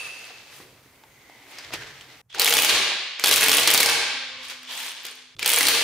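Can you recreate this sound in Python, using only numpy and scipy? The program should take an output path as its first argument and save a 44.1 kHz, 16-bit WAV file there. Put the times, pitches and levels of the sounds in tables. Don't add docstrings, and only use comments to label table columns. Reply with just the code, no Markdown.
import sys
import numpy as np
from scipy import signal
from scipy.fft import rfft, irfft, next_fast_len
from scipy.io import wavfile
from scipy.ndimage import uniform_filter1d

SR = 44100
rng = np.random.default_rng(int(sys.argv[2]) if len(sys.argv) > 2 else 0)


def digitize_waveform(pressure):
    field = np.atleast_2d(pressure).T
    bounded = np.clip(field, -1, 1)
    quanta = np.round(bounded * 32767).astype(np.int16)
    wavfile.write(sys.argv[1], SR, quanta)


def convert_level_to_amplitude(level_db):
    exponent = np.asarray(level_db, float) / 20
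    return 10 ** exponent


N = 257103

# start_s, peak_db, brightness_db, socket_ring_hz
FIRST_BURST = [(2.346, -20.5, -16, 1510), (2.354, -21.5, -32, 2480), (2.383, -18, -20, 2670),
               (2.395, -4, -3, 4270), (2.412, -19, -12, 4400), (2.4278, -11, -17, 4940),
               (2.444, -9.5, -0.5, 4080), (2.457, -5, -10, 3350), (2.475, -7, -8, 2440),
               (2.484, -9, -14, 3170), (2.493, -15, 2, 3340), (2.5056, -7.5, -9, 3290),
               (2.524, -5.5, -11, 3170), (2.5369, -6.5, -2.5, 3280), (2.5501, -8.5, -8, 2440),
               (2.5672, -3, -11, 2960), (2.5798, -6.5, -7, 3410), (2.587, -5, -6, 2510),
               (2.596, -9, -8, 2890), (2.6196, -7, -2, 3010), (2.6325, -8, -14, 3350),
               (2.646, -7.5, -2, 3280), (2.665, -14.5, -25, 4600), (2.691, -10, -28, 4500)]
# start_s, peak_db, brightness_db, socket_ring_hz
SECOND_BURST = [(3.195, -13, -18, 2330), (3.238, -1.5, -12.5, 4450), (3.2582, -7.5, -4, 3370),
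                (3.2805, -8.5, -3, 3330), (3.2901, -9, -5, 3080), (3.3107, -2.5, -13.5, 3990),
                (3.3243, -8, -8, 3280), (3.338, -5.5, -7, 4660), (3.359, -8.5, 0, 2390),
                (3.3705, -15, -5, 3280), (3.3785, -7, -8.5, 2430), (3.387, -24, -5, 2520),
                (3.408, -12, 2, 1640), (3.42, -8, -13.5, 1990), (3.429, -4, -9.5, 2560),
                (3.4355, -10.5, -6.5, 3020), (3.46, -5.5, -10, 2210), (3.473, -12, -20, 2620),
                (3.482, -5, -3.5, 3070), (3.493, -3.5, -9, 3090), (3.5149, -2.5, -12, 3500),
                (3.529, -5, -13, 2700), (3.537, -9, -1, 3170), (3.546, -11, -5.5, 2450),
                (3.5683, -14.5, 3.5, 3040), (3.5814, -6.5, -15, 3050), (3.595, -5.5, -6, 3060),
                (3.608, -17, -6, 2420), (3.631, -9, -12, 3980)]
# start_s, peak_db, brightness_db, socket_ring_hz
LOOSENING_BLOWS = [(3.673, -2, -8, 4470), (3.702, -5.5, -3, 3240), (3.7114, -8.5, -1, 4940),
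                   (3.737, -14, 7, 4400), (3.745, -2.5, -10, 2260), (3.7757, -2.5, -8, 4460),
                   (3.802, -3.5, -9.5, 4150), (3.8293, -3, -11.5, 2190), (3.8592, -4.5, -9.5, 5060),
                   (3.895, -9, -8, 1600)]
# start_s, peak_db, brightness_db, socket_ring_hz
THIRD_BURST = [(5.392, -16.5, -15, 3040), (5.427, -9, -17.5, 2300), (5.459, -3.5, -4, 3430),
               (5.4758, -10, 0, 3260), (5.4865, -11, -6, 2300), (5.491, -26.5, 17, 2600),
               (5.5004, -8.5, -4, 3470), (5.516, -18, 6, 2130), (5.534, -10.5, 0, 2770),
               (5.542, -5, -10, 3100), (5.56, -16.5, 8, 3250), (5.577, -7.5, -7, 2430),
               (5.5845, -16, 8, 2570), (5.607, -4.5, -10, 2000), (5.618, -26, 8, 2020),
               (5.6288, -5.5, -4.5, 3150), (5.64, -25, -10, 2010), (5.652, -8, -12, 4000),
               (5.668, -4.5, -4, 4340), (5.683, -5.5, -9, 4260)]
# start_s, peak_db, brightness_db,
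# socket_ring_hz
FURTHER_BLOWS = [(2.399, -22, -1, 2600), (2.4005, -22, -10, 4300), (2.4167, -4, -8, 4620),
                 (2.463, -7.5, -10, 3600), (2.4776, -6.5, -9, 2190), (2.509, -10, -10, 2720),
                 (2.528, -10.5, -12, 3300), (2.6938, -7, -23, 4200), (3.229, -23.5, -16, 2530),
                 (3.33, -6, -8, 3300), (3.438, -12, 0, 3100), (2.599, -13, -5, 2800),
                 (3.242, -2, -12, 3300), (3.677, -5, -9, 2300), (3.682, -9, -13, 4200),
                 (3.7393, -12, -2, 2820), (3.777, -19, -13, 4300), (3.805, -7, -4.5, 2240),
                 (3.832, -24, 9, 3600), (3.896, -11, -17, 2300), (5.5299, -8.5, -7, 3100),
                 (5.573, -10, -14, 2270), (5.687, -8, -15, 2450), (2.679, -15.5, -19, 3000),
                 (2.6998, -10, -22, 3500), (2.708, -21, -17, 3340), (3.2693, -7, -16, 3320),
                 (3.2723, -7.5, -8, 3550), (3.314, -12, -5.5, 3900), (3.3666, -8.5, -12, 3500),
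                 (3.518, -13.5, -9, 2800), (3.586, -8, -19, 2950), (3.589, -15.5, -16, 3200),
                 (3.694, -16, -21, 2300), (3.733, -10, -20, 2480), (3.751, -6, -17, 3740),
                 (3.8366, -15, -17, 2580), (3.887, -9.5, -14, 2570), (5.4453, -13, -25, 2800),
                 (5.452, -18, -26, 2970), (5.6935, -11, -12, 3180), (5.748, -8, -24, 2500)]
# pitch_hz, level_db
CRACK_COLOUR = [(60, -56), (200, -20.5), (500, -9.5), (1200, -5), (3000, -5), (5000, -3), (7000, -5.5),
                (16000, -25)]
# start_s, peak_db, ring_hz
ANVIL_PINGS = [(2.401, -22, 14300), (2.497, -20, 14000), (2.632, -22, 14300), (3.326, -24, 12500),
               (3.44, -18.5, 9800), (3.501, -19, 14400), (3.548, -17, 9800), (5.587, -23, 10000),
               (5.686, -17, 14500)]
# pitch_hz, level_db, t60_s
WHEEL_MODES = [(288, -11.5, 0.37), (420, -18, 0.11), (455.7, 0.5, 0.16), (687, -24, 0.76),
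               (846.6, -5.5, 0.14), (956, -12.5, 0.12), (1080, -14.5, 0.078), (1600, -14.5, 0.33),
               (1950, -19, 0.78), (2020, -15.5, 0.2), (2250, -27, 0.39), (2530, -14, 0.23),
               (3280, -12, 0.043)]
# on_s, off_s, gear_db, gain_duck_db, run_down_s, gear_treble_db
TRIGGER_PULLS = [
    (2.336, 2.4, -34.5, 12, 0.013, -26),
    (2.394, 2.648, -24, 0.5, 0.047, -6.5),
    (2.676, 2.691, -21.5, -0.5, 0.11, -12),
    (3.183, 3.247, -31.5, -2.5, 0.015, -36),
    (3.242, 3.65, -23.5, 8, 0.075, -8),
    (3.647, 3.882, -26.5, 4.5, 0.14, -16.5),
    (5.389, 5.46, -30, 8, 0.01, -20),
    (5.45, 5.638, -24, -1, 0.62, -6.5),
]
# start_s, peak_below_6500_hz_db, peak_above_db, ring_hz, length_ms
SMALL_KNOCKS = [(0.2425, -37, -44, 3190, 1.1), (0.298, -40, -56, 2580, 1.1), (0.5304, -48, -51, 2020, 0.5),
                (0.6015, -34, -59, 330, 3.5), (0.8579, -50, -72, 260, 2.3), (1.0366, -39, -66, 900, 1.5),
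                (1.2973, -38, -60, 700, 1.3), (1.5851, -28, -36, 4910, 1.5), (1.5855, -34, -65, 1900, 1.5),
                (1.6076, -37, -61, 1790, 0.8), (1.7059, -31, -57, 650, 1.5), (1.7375, -31, -70, 330, 5.5),
                (1.589, -34, -60, 4870, 6.5), (0.3, -42, -70, 750, 5.5), (1.7361, -23, -28, 2450, 2.7),
                (2.01, -31, -46, 3200, 1.6), (5.048, -43, -75, 400, 4), (2.3023, -45, -69, 3400, 2.7),
                (2.3273, -37, -70, 3340, 2.3), (4.43, -34, -58, 3290, 2.6), (4.4988, -31, -39, 4740, 2.0),
                (4.6313, -36, -42, 2390, 1.7), (4.729, -31, -42, 3190, 1.5), (4.9164, -29, -36, 2950, 2.0),
                (5.0514, -25, -28, 3290, 1.5), (5.0658, -32, -30, 6480, 1.7), (5.1546, -43, -38, 3230, 0.9),
                (5.3654, -41, -72, 3490, 1.8), (5.3862, -38, -64, 3490, 3.7)]
# start_s, peak_db, ring_hz
SOCKET_TICKS = [(0.1902, -41, 8700), (0.2524, -38, 9100), (4.4524, -43, 9370), (4.485, -36, 9050),
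                (4.7222, -37, 9440), (4.7526, -35, 9390), (4.7654, -34, 14300), (4.775, -28, 8000),
                (4.7994, -32, 8700), (4.8214, -40, 9030), (4.8299, -30, 14600), (4.844, -36, 9570),
                (4.8574, -32, 9100), (4.8674, -31, 8370), (4.8874, -29, 8500), (4.9074, -36, 9300),
                (4.9644, -44, 9100), (5.015, -46, 9400), (5.033, -36, 14700), (5.112, -36, 8850),
                (5.1744, -54, 9100)]
# loudest_s, level_db, rise_s, fall_s
SOCKET_SCRAPES = [
    (2.301, -50.5, 0.0034, 0.085),
    (4.45, -40, 0.057, 0.025),
    (4.51, -37.5, 0.043, 0.059),
    (4.72, -39.5, 0.038, 0.063),
    (4.795, -38, 0.067, 0.044),
    (4.86, -36, 0.082, 0.17),
    (5.05, -39, 0.0055, 0.061),
    (5.2, -67, 0.36, 0.063),
]
# time_s, effort_db
HAND_SHUFFLE = [(0, -39.5), (.2, -46.5), (.3, -45), (.454, -51), (.55, -47), (.736, -58.5), (1.03, -63),
                (1.47, -54), (1.52, -46.5), (1.66, -42), (1.715, -49.5), (1.74, -28.5), (1.77, -41),
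                (1.92, -46.5), (2.08, -51.5), (2.13, -48.5), (2.22, -54.5)]
# loudest_s, level_db, rise_s, fall_s
GLOVE_BRUSHES = [
    (.02, -54, 0.038, 0.12),
    (.27, -59, 0.058, 0.026),
    (.57, -50, 0.05, 0.06),
    (1.51, -55.5, 0.037, 0.039),
    (1.75, -60, 0.0041, 0.061),
]
# start_s, pitch_hz, width_hz, level_db, t60_s
STEEL_RINGS = [(-.2, 2635, 95, -24, 1.18), (-.1, 4700, 250, -45.5, 1.8), (-.05, 486, 82, -56, 2),
               (-.1, 1230, 50, -39, 0.58), (-.1, 6000, 120, -50, 1.7), (-.1, 6660, 90, -49, 1.6),
               (-.1, 9300, 810, -38, 0.85), (.58, 420, 170, -46, 0.54), (5.352, 338, 130, -50, .6),
               (4.66, 3300, 500, -34, 1.1), (1.05, 6540, 76, -63.5, 2.3), (1.57, 4900, 150, -44, 0.27),
               (1.7, 322, 71, -45, 0.41), (1.74, 1760, 260, -35, 0.65), (1.74, 440, 30, -43.5, 0.65),
               (2.293, 3360, 350, -40, 0.82), (2.345, 834, 160, -34, 0.82), (2.34, 430, 81, -37, 0.69),
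               (2.7, 214, 19, -48, 1.02), (3.82, 1584, 28, -26.5, 0.92), (3.85, 2450, 45, -40, 1.2),
               (3.85, 2080, 30, -42, 0.96), (4.2, 519, 11, -52, 1.7), (4.3, 1102, 110, -48, 1.7),
               (4.68, 930, 170, -40.5, 0.92)]
# start_s, pitch_hz, width_hz, level_db, rise_s
DRAGGED_RINGS = [
    (1.08, 2060, 140, -46.5, 0.5),
    (0.82, 2150, 250, -58, 0.18),
    (1.24, 860, 150, -54.5, 0.16),
    (1.23, 300, 35, -58.5, 0.15),
    (1.1, 3500, 250, -65, 0.37),
    (0.95, 3160, 200, -64, 0.28),
]
# loudest_s, level_db, rise_s, fall_s
THUMPS = [(.1, -62, 0.051, 0.027), (.41, -71, 0.031, 0.048), (.6, -56, 0.015, 0.15),
          (1.12, -65, 0.075, 0.13), (2.15, -75, 0.088, .05), (2.36, -62, 0.043, .05),
          (1.77, -48.5, 0.074, 0.17), (2.57, -48, 0.05, 0.033), (2.74, -48, 0.032, 0.1),
          (3.31, -44, 0.021, 0.29), (3.93, -49.5, 0.16, 0.09), (4.35, -67, 0.04, 0.13),
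          (5.4, -68.5, 0.046, 0.049), (5.72, -50, 0.022, 0.023)]
RUMBLE_BY_SHOT = (-65.5, -75, -54.5)
# pitch_hz, level_db
AIR_COLOUR = [(100, -60), (200, -3.5), (500, -5), (1500, -9.5), (4000, -24.5), (6000, -17.5), (16000, -17)]
# start_s, end_s, floor_db, room_db
SHOT_LIST = [
    (0, 2.216, -57.5, -14),
    (2.216, 5.352, -78, -5),
    (5.352, 5.84, -71, -6),
]
# pitch_hz, t60_s
GARAGE_T60 = [(100, 0.32), (400, 0.8), (1500, 1.14), (3500, 1.37), (6000, 0.92), (10000, 0.51),
              (12500, 0.31), (16000, 0.19)]
# pitch_hz, likeness_0_to_1
CHANNEL_LIKENESS = [(100, .985), (400, .988), (700, .92), (1400, .84), (3000, .53), (6000, .24),
                    (10000, .22), (14000, .45)]
# pitch_hz, left_minus_right_db
STEREO_LEAN = [(60, -.5), (110, -2.2), (200, -1.0), (380, -2.5), (700, 0), (1290, -0.5), (2380, -1),
               (4400, 0.5), (8120, 2), (15000, 0.5)]

TIME_S = np.arange(N) / SR


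def hammer_blows():
    arrival_s = .0013
    contact_ms, contact_spread = 0.98, 0.069
    table = FIRST_BURST + SECOND_BURST + LOOSENING_BLOWS + THIRD_BURST + FURTHER_BLOWS
    s, db, bright_db, hz = np.transpose(table)
    length_ms = contact_ms * np.exp(contact_spread * rng.standard_normal(len(s)))
    rows = np.transpose([s + arrival_s, db, db + bright_db, hz, length_ms])
    return hits(rows, stretch=0.79, rattle_ms=11.6, rattle_db=-14.5, ring_db=1.0, width=0.17,
                low_db=-0.55, top_db=5.0, reach=9.1)


def hits(table, stretch, rattle_ms, rattle_db, ring_db, width, low_db, top_db, reach, size=2048):
    s, body_db, treble_db, ring_hz, length_ms = (c[:, None] for c in np.transpose(table))
    ms = np.arange(size) / SR * 1000
    noise = rng.standard_normal((len(table), 4, size))
    zing_hz = 9600 * np.exp(0.054 * noise[:, 3, :1])

    def crack_gain(f):
        return convert_level_to_amplitude(on_log(f, CRACK_COLOUR)) / (1 + (f / (reach * ring_hz)) ** 2)

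    def ring_gain(f):
        return 1 / np.sqrt(1 + ((f - ring_hz) / (width * ring_hz)) ** 4)

    def treble_gain(f):
        fixed_zing = 0.28 / (1 + ((f - 14400) / 500) ** 2)
        own_zing = 0.88 / (1 + ((f - zing_hz) / 700) ** 2)
        return band(6500, 18000)(f) ** 2 * (1 + fixed_zing + own_zing)

    def peaked(x):
        return x / np.abs(x).max(axis=1, keepdims=True)

    decay = np.exp(-ms / (stretch * length_ms)) + convert_level_to_amplitude(rattle_db) * np.exp(-ms / rattle_ms)
    shape = (1 - np.exp(-ms / 0.17)) * decay
    body = shaped(noise[:, 0], crack_gain)
    ring = shaped(noise[:, 1], ring_gain)
    ring = 0.66 * ring + 0.92 * np.sin(2 * np.pi * ring_hz * ms / 1000)
    top = shaped(noise[:, 2], treble_gain)
    rows = peaked(shape * (body + convert_level_to_amplitude(ring_db) * ring)) * convert_level_to_amplitude(body_db + low_db)
    rows = rows + peaked(shape ** 1.12 * top) * convert_level_to_amplitude(treble_db + top_db)
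    out = np.zeros(N + size)
    for start, row in zip((s[:, 0] * SR).astype(int), rows):
        out[start:start + size] += row
    return signal.sosfilt(signal.butter(2, 130, "high", fs=SR, output="sos"), out[:N])


def anvil_pings():
    return hits(thin(ANVIL_PINGS, length_ms=4.0), stretch=1.1, rattle_ms=8.0, rattle_db=-25, ring_db=31,
                width=0.023, low_db=5.5, top_db=-23, reach=9)


def thin(table, length_ms):
    s, db, hz = np.transpose(table)
    return np.transpose([s, db - 2.5, db - 13, hz, length_ms + 0 * s])


def wheel_ring(push):
    wander = .015
    waver_db = 3.5
    out = 0
    for hz, db, t60 in WHEEL_MODES:
        pole = np.exp(2j * np.pi * hz / SR - np.log(1000) / (t60 * SR))
        level = convert_level_to_amplitude(db + waver_db * walk(40))
        turning = np.exp(2j * np.pi * np.cumsum(wander * hz * walk(30)) / SR)
        out = out + level * (signal.lfilter([1], [1, -pole], push) * turning).imag
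    return convert_level_to_amplitude(-41.0) * out


def gear_whirr():
    return rubbing(motor(), treble_db=-28, harden=0.91, extra=motor(bright=True), bass_db=-11.0, grain_db=5.5,
                   flicker_db=2.5, hum_hz=3350, hum_db=0.5, width_hz=1700)


def motor(bright=False):
    spin_up_s, sag_db_per_s = 0.013, 9
    out = 1e-6
    for on, off, db, _, run_down, treble_db in TRIGGER_PULLS:
        level_db = db + bright * treble_db - sag_db_per_s * np.clip(TIME_S - on, 0, off - on)
        spin_up = 1 - np.exp(-np.maximum(TIME_S - on, 0) / spin_up_s)
        spin_down = np.exp(-np.maximum(TIME_S - off, 0) * (1 + 0.9 * bright) / run_down)
        out = out + convert_level_to_amplitude(level_db) * spin_up * spin_down
    return out


def rubbing(gain, treble_db, harden, bass_db, grain_db, flicker_db, hum_hz, hum_db, width_hz,
            extra=0, edge_hz=5500):
    treble = convert_level_to_amplitude(treble_db) * gain * (gain / gain.max()) ** harden + extra
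    grains = uniform_filter1d(rng.exponential(1, N), size=40)
    grains = convert_level_to_amplitude(grain_db * grains + flicker_db * walk(60))
    grains = grains / np.sqrt(np.mean(grains ** 2))

    def middle_gain(f):
        return band(1400, edge_hz)(f) ** 2 * (1 + convert_level_to_amplitude(hum_db) / (1 + ((f - hum_hz) / width_hz) ** 2))

    def treble_gain(f):
        return band(5500, 14000)(f) ** 2

    parts = [(gain, middle_gain), (treble, treble_gain), (convert_level_to_amplitude(bass_db) * gain, band(400, 1460))]
    return sum(level * shaped(grains * rng.standard_normal((2, N)), colour) for level, colour in parts)


def handling_knocks():
    return hits(SMALL_KNOCKS, stretch=1.56, rattle_ms=34.0, rattle_db=-22.0, ring_db=4.5, width=0.23,
                low_db=2.0, top_db=2.0, reach=4.1)


def socket_ticks():
    return hits(thin(SOCKET_TICKS, length_ms=0.9), stretch=1.1, rattle_ms=7.2, rattle_db=-11, ring_db=14,
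                width=0.16, low_db=4.5, top_db=-3.0, reach=8.2)


def socket_scrape():
    gain = strokes(SOCKET_SCRAPES) * (TIME_S < SHOT_LIST[1][1]) + 1e-6
    return rubbing(gain, treble_db=-4.5, harden=1.6, bass_db=-15.5, grain_db=14.5, flicker_db=1.3,
                   hum_hz=3330, hum_db=-8.0, width_hz=82)


def strokes(table):
    out = 1e-6
    for s, db, rise, fall in table:
        out = out + convert_level_to_amplitude(db) * np.exp(-np.abs(TIME_S - s) / np.where(TIME_S < s, rise, fall))
    return out


def hand_shuffle():
    first = TIME_S < SHOT_LIST[0][1]
    effort = convert_level_to_amplitude(np.interp(TIME_S, *np.transpose(HAND_SHUFFLE))) * first
    return rubbing(effort, treble_db=-20.5, harden=0.098, bass_db=-8, grain_db=10.5, flicker_db=1.05,
                   hum_hz=2120, hum_db=-9.5, width_hz=420, edge_hz=5480, extra=strokes(GLOVE_BRUSHES) * first)


def steel_rings():
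    struck_rise_s, dragged_t60_s = .05, 4.6
    rows = [(*r[:4], struck_rise_s, r[4]) for r in STEEL_RINGS]
    rows += [(*r, dragged_t60_s) for r in DRAGGED_RINGS]
    out = 0
    for start, hz, width_hz, db, rise, t60 in rows:
        age = np.maximum(TIME_S - start, 0)
        noise = shaped(rng.standard_normal((2, N)), lambda f: 1 / (1 + ((f - hz) / width_hz) ** 2))
        end = min(shot[1] for shot in SHOT_LIST if shot[1] > start)
        out = out + (TIME_S < end) * noise * convert_level_to_amplitude(db - 60 * age / t60) * (1 - np.exp(-age / rise))
    return out


def rumble():
    noise = shaped(rng.standard_normal((2, N)),
                   lambda f: band(36, 170)(f) ** 2 * (1 + 2.5 / (1 + ((f - 125) / 25) ** 2)))
    floor = 0
    for shot, db in zip(SHOT_LIST, RUMBLE_BY_SHOT):
        floor = floor + convert_level_to_amplitude(db) * (TIME_S >= shot[0]) * (TIME_S < shot[1])
    return stereo(*noise) * convert_level_to_amplitude(-3.5) * (floor + strokes(THUMPS))


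def tyre_hum():
    start_s, pitch_hz, level_db, fade_db_per_s = 4.02, 254, -57.5, 9.5
    age = np.maximum(TIME_S - start_s, 0)
    tone = np.sqrt(2) * np.sin(2 * np.pi * pitch_hz * TIME_S) * (1 - np.exp(-age / 0.026))
    return tone * convert_level_to_amplitude(level_db - fade_db_per_s * age + 2.9 * walk(25)) * (TIME_S < SHOT_LIST[1][1])


def garage_air():
    noise = shaped(rng.standard_normal((2, N)), lambda f: convert_level_to_amplitude(on_log(f, AIR_COLOUR)))
    return stereo(*noise) * convert_level_to_amplitude(0.4 * walk(1.4))


def room(seconds=2.2):
    t = np.arange(int(seconds * SR)) / SR
    out = 0
    for hz in 50 * 2 ** np.arange(0, 8.6, .5):
        noise = shaped(rng.standard_normal((2, len(t))),
                       lambda f: np.exp(-(np.log2((f + 1) / hz) / 0.36) ** 2))
        t60 = on_log(hz, GARAGE_T60)
        out = out + noise * np.sqrt(hz / t60) * np.exp(-np.log(1000) * t / t60)
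    out = stereo(*(out * (1 - np.exp(-t / 0.018))))
    return out / np.sqrt(np.mean(np.sum(out ** 2, axis=1)))


def gain_control():
    rest_db, recover_s = 6.5, 0.16
    held_db, release_s = 4.5, 0.073
    shock, held = 0, 0
    for on, off, _, duck, *_ in TRIGGER_PULLS:
        shock = shock + duck * (TIME_S >= on) * np.exp(-np.maximum(TIME_S - on, 0) / recover_s)
        held = np.maximum(held, (TIME_S >= on) * np.exp(-np.maximum(TIME_S - off, 0) / release_s))
    return convert_level_to_amplitude(rest_db - shock - held_db * held)


def on_log(hz, table):
    f, v = np.transpose(table)
    return np.interp(np.log(hz + 1), np.log(f), v)


def shaped(x, gain):
    n = next_fast_len(x.shape[-1])
    y = irfft(rfft(x, n) * gain(np.fft.rfftfreq(n, 1 / SR)), n)[..., :x.shape[-1]]
    return y / np.sqrt(np.mean(y ** 2, axis=-1, keepdims=True))


def band(lo_hz, hi_hz):
    return lambda f: (f / lo_hz) ** 2 / np.sqrt((1 + (f / lo_hz) ** 4) * (1 + (f / hi_hz) ** 4))


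def walk(rate_hz):
    k = int(SR / rate_hz)
    return uniform_filter1d(np.repeat(rng.standard_normal(N // k + 1), k), k)[:N]


def stereo(mid, side):
    n = next_fast_len(len(mid))
    like = np.clip(on_log(np.fft.rfftfreq(n, 1 / SR), CHANNEL_LIKENESS), 0, 1)
    m = rfft(mid, n) * np.sqrt((1 + like) / 2)
    s = rfft(side, n) * np.sqrt((1 - like) / 2)
    return irfft(np.array([m + s, m - s]), n)[:, :len(mid)]


def scene():
    blows = hammer_blows()
    knocks = handling_knocks() + socket_ticks() + anvil_pings()
    gears = gear_whirr()
    rub = gears + socket_scrape() + steel_rings() + hand_shuffle()
    air, response, lift = garage_air(), room(), gain_control()
    out = np.zeros((2, N))
    for start, end, floor_db, room_db in SHOT_LIST:
        on = uniform_filter1d(1. * (TIME_S >= start) * (TIME_S < end), size=64)
        near = (blows + knocks) * on + wheel_ring((blows + 0.34 * knocks) * on)
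        direct = np.array([near, near]) + 0.2 * np.gradient(np.roll(near, 9)) * np.array([[1], [-1]])
        send = near - 0.69 * knocks * on + on * (0.69 * gears[0] + 0.23 * rub[0])
        wet = signal.fftconvolve(send[None], response)[:, :N]
        out += on * (direct + convert_level_to_amplitude(room_db) * lift * wet + convert_level_to_amplitude(floor_db) * air)
    return out + stereo(*rub) + rumble() + tyre_hum()


def top_cut(x):
    return signal.sosfilt(signal.butter(12, 16660, fs=SR, output="sos"), x)


def record(dry):
    n = next_fast_len(N)
    lean_db = on_log(np.fft.rfftfreq(n, 1 / SR), STEREO_LEAN) / 2
    leaning = irfft(rfft(dry, n) * convert_level_to_amplitude([lean_db, -lean_db]), n)[:, :N]
    soft = np.tanh(.4 * leaning) / .4
    mix = signal.sosfilt(signal.ellip(8, .2, 48, 15550, fs=SR, output="sos"), soft)
    return top_cut(mix)


dry = scene()
out = record(dry)
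digitize_waveform(out)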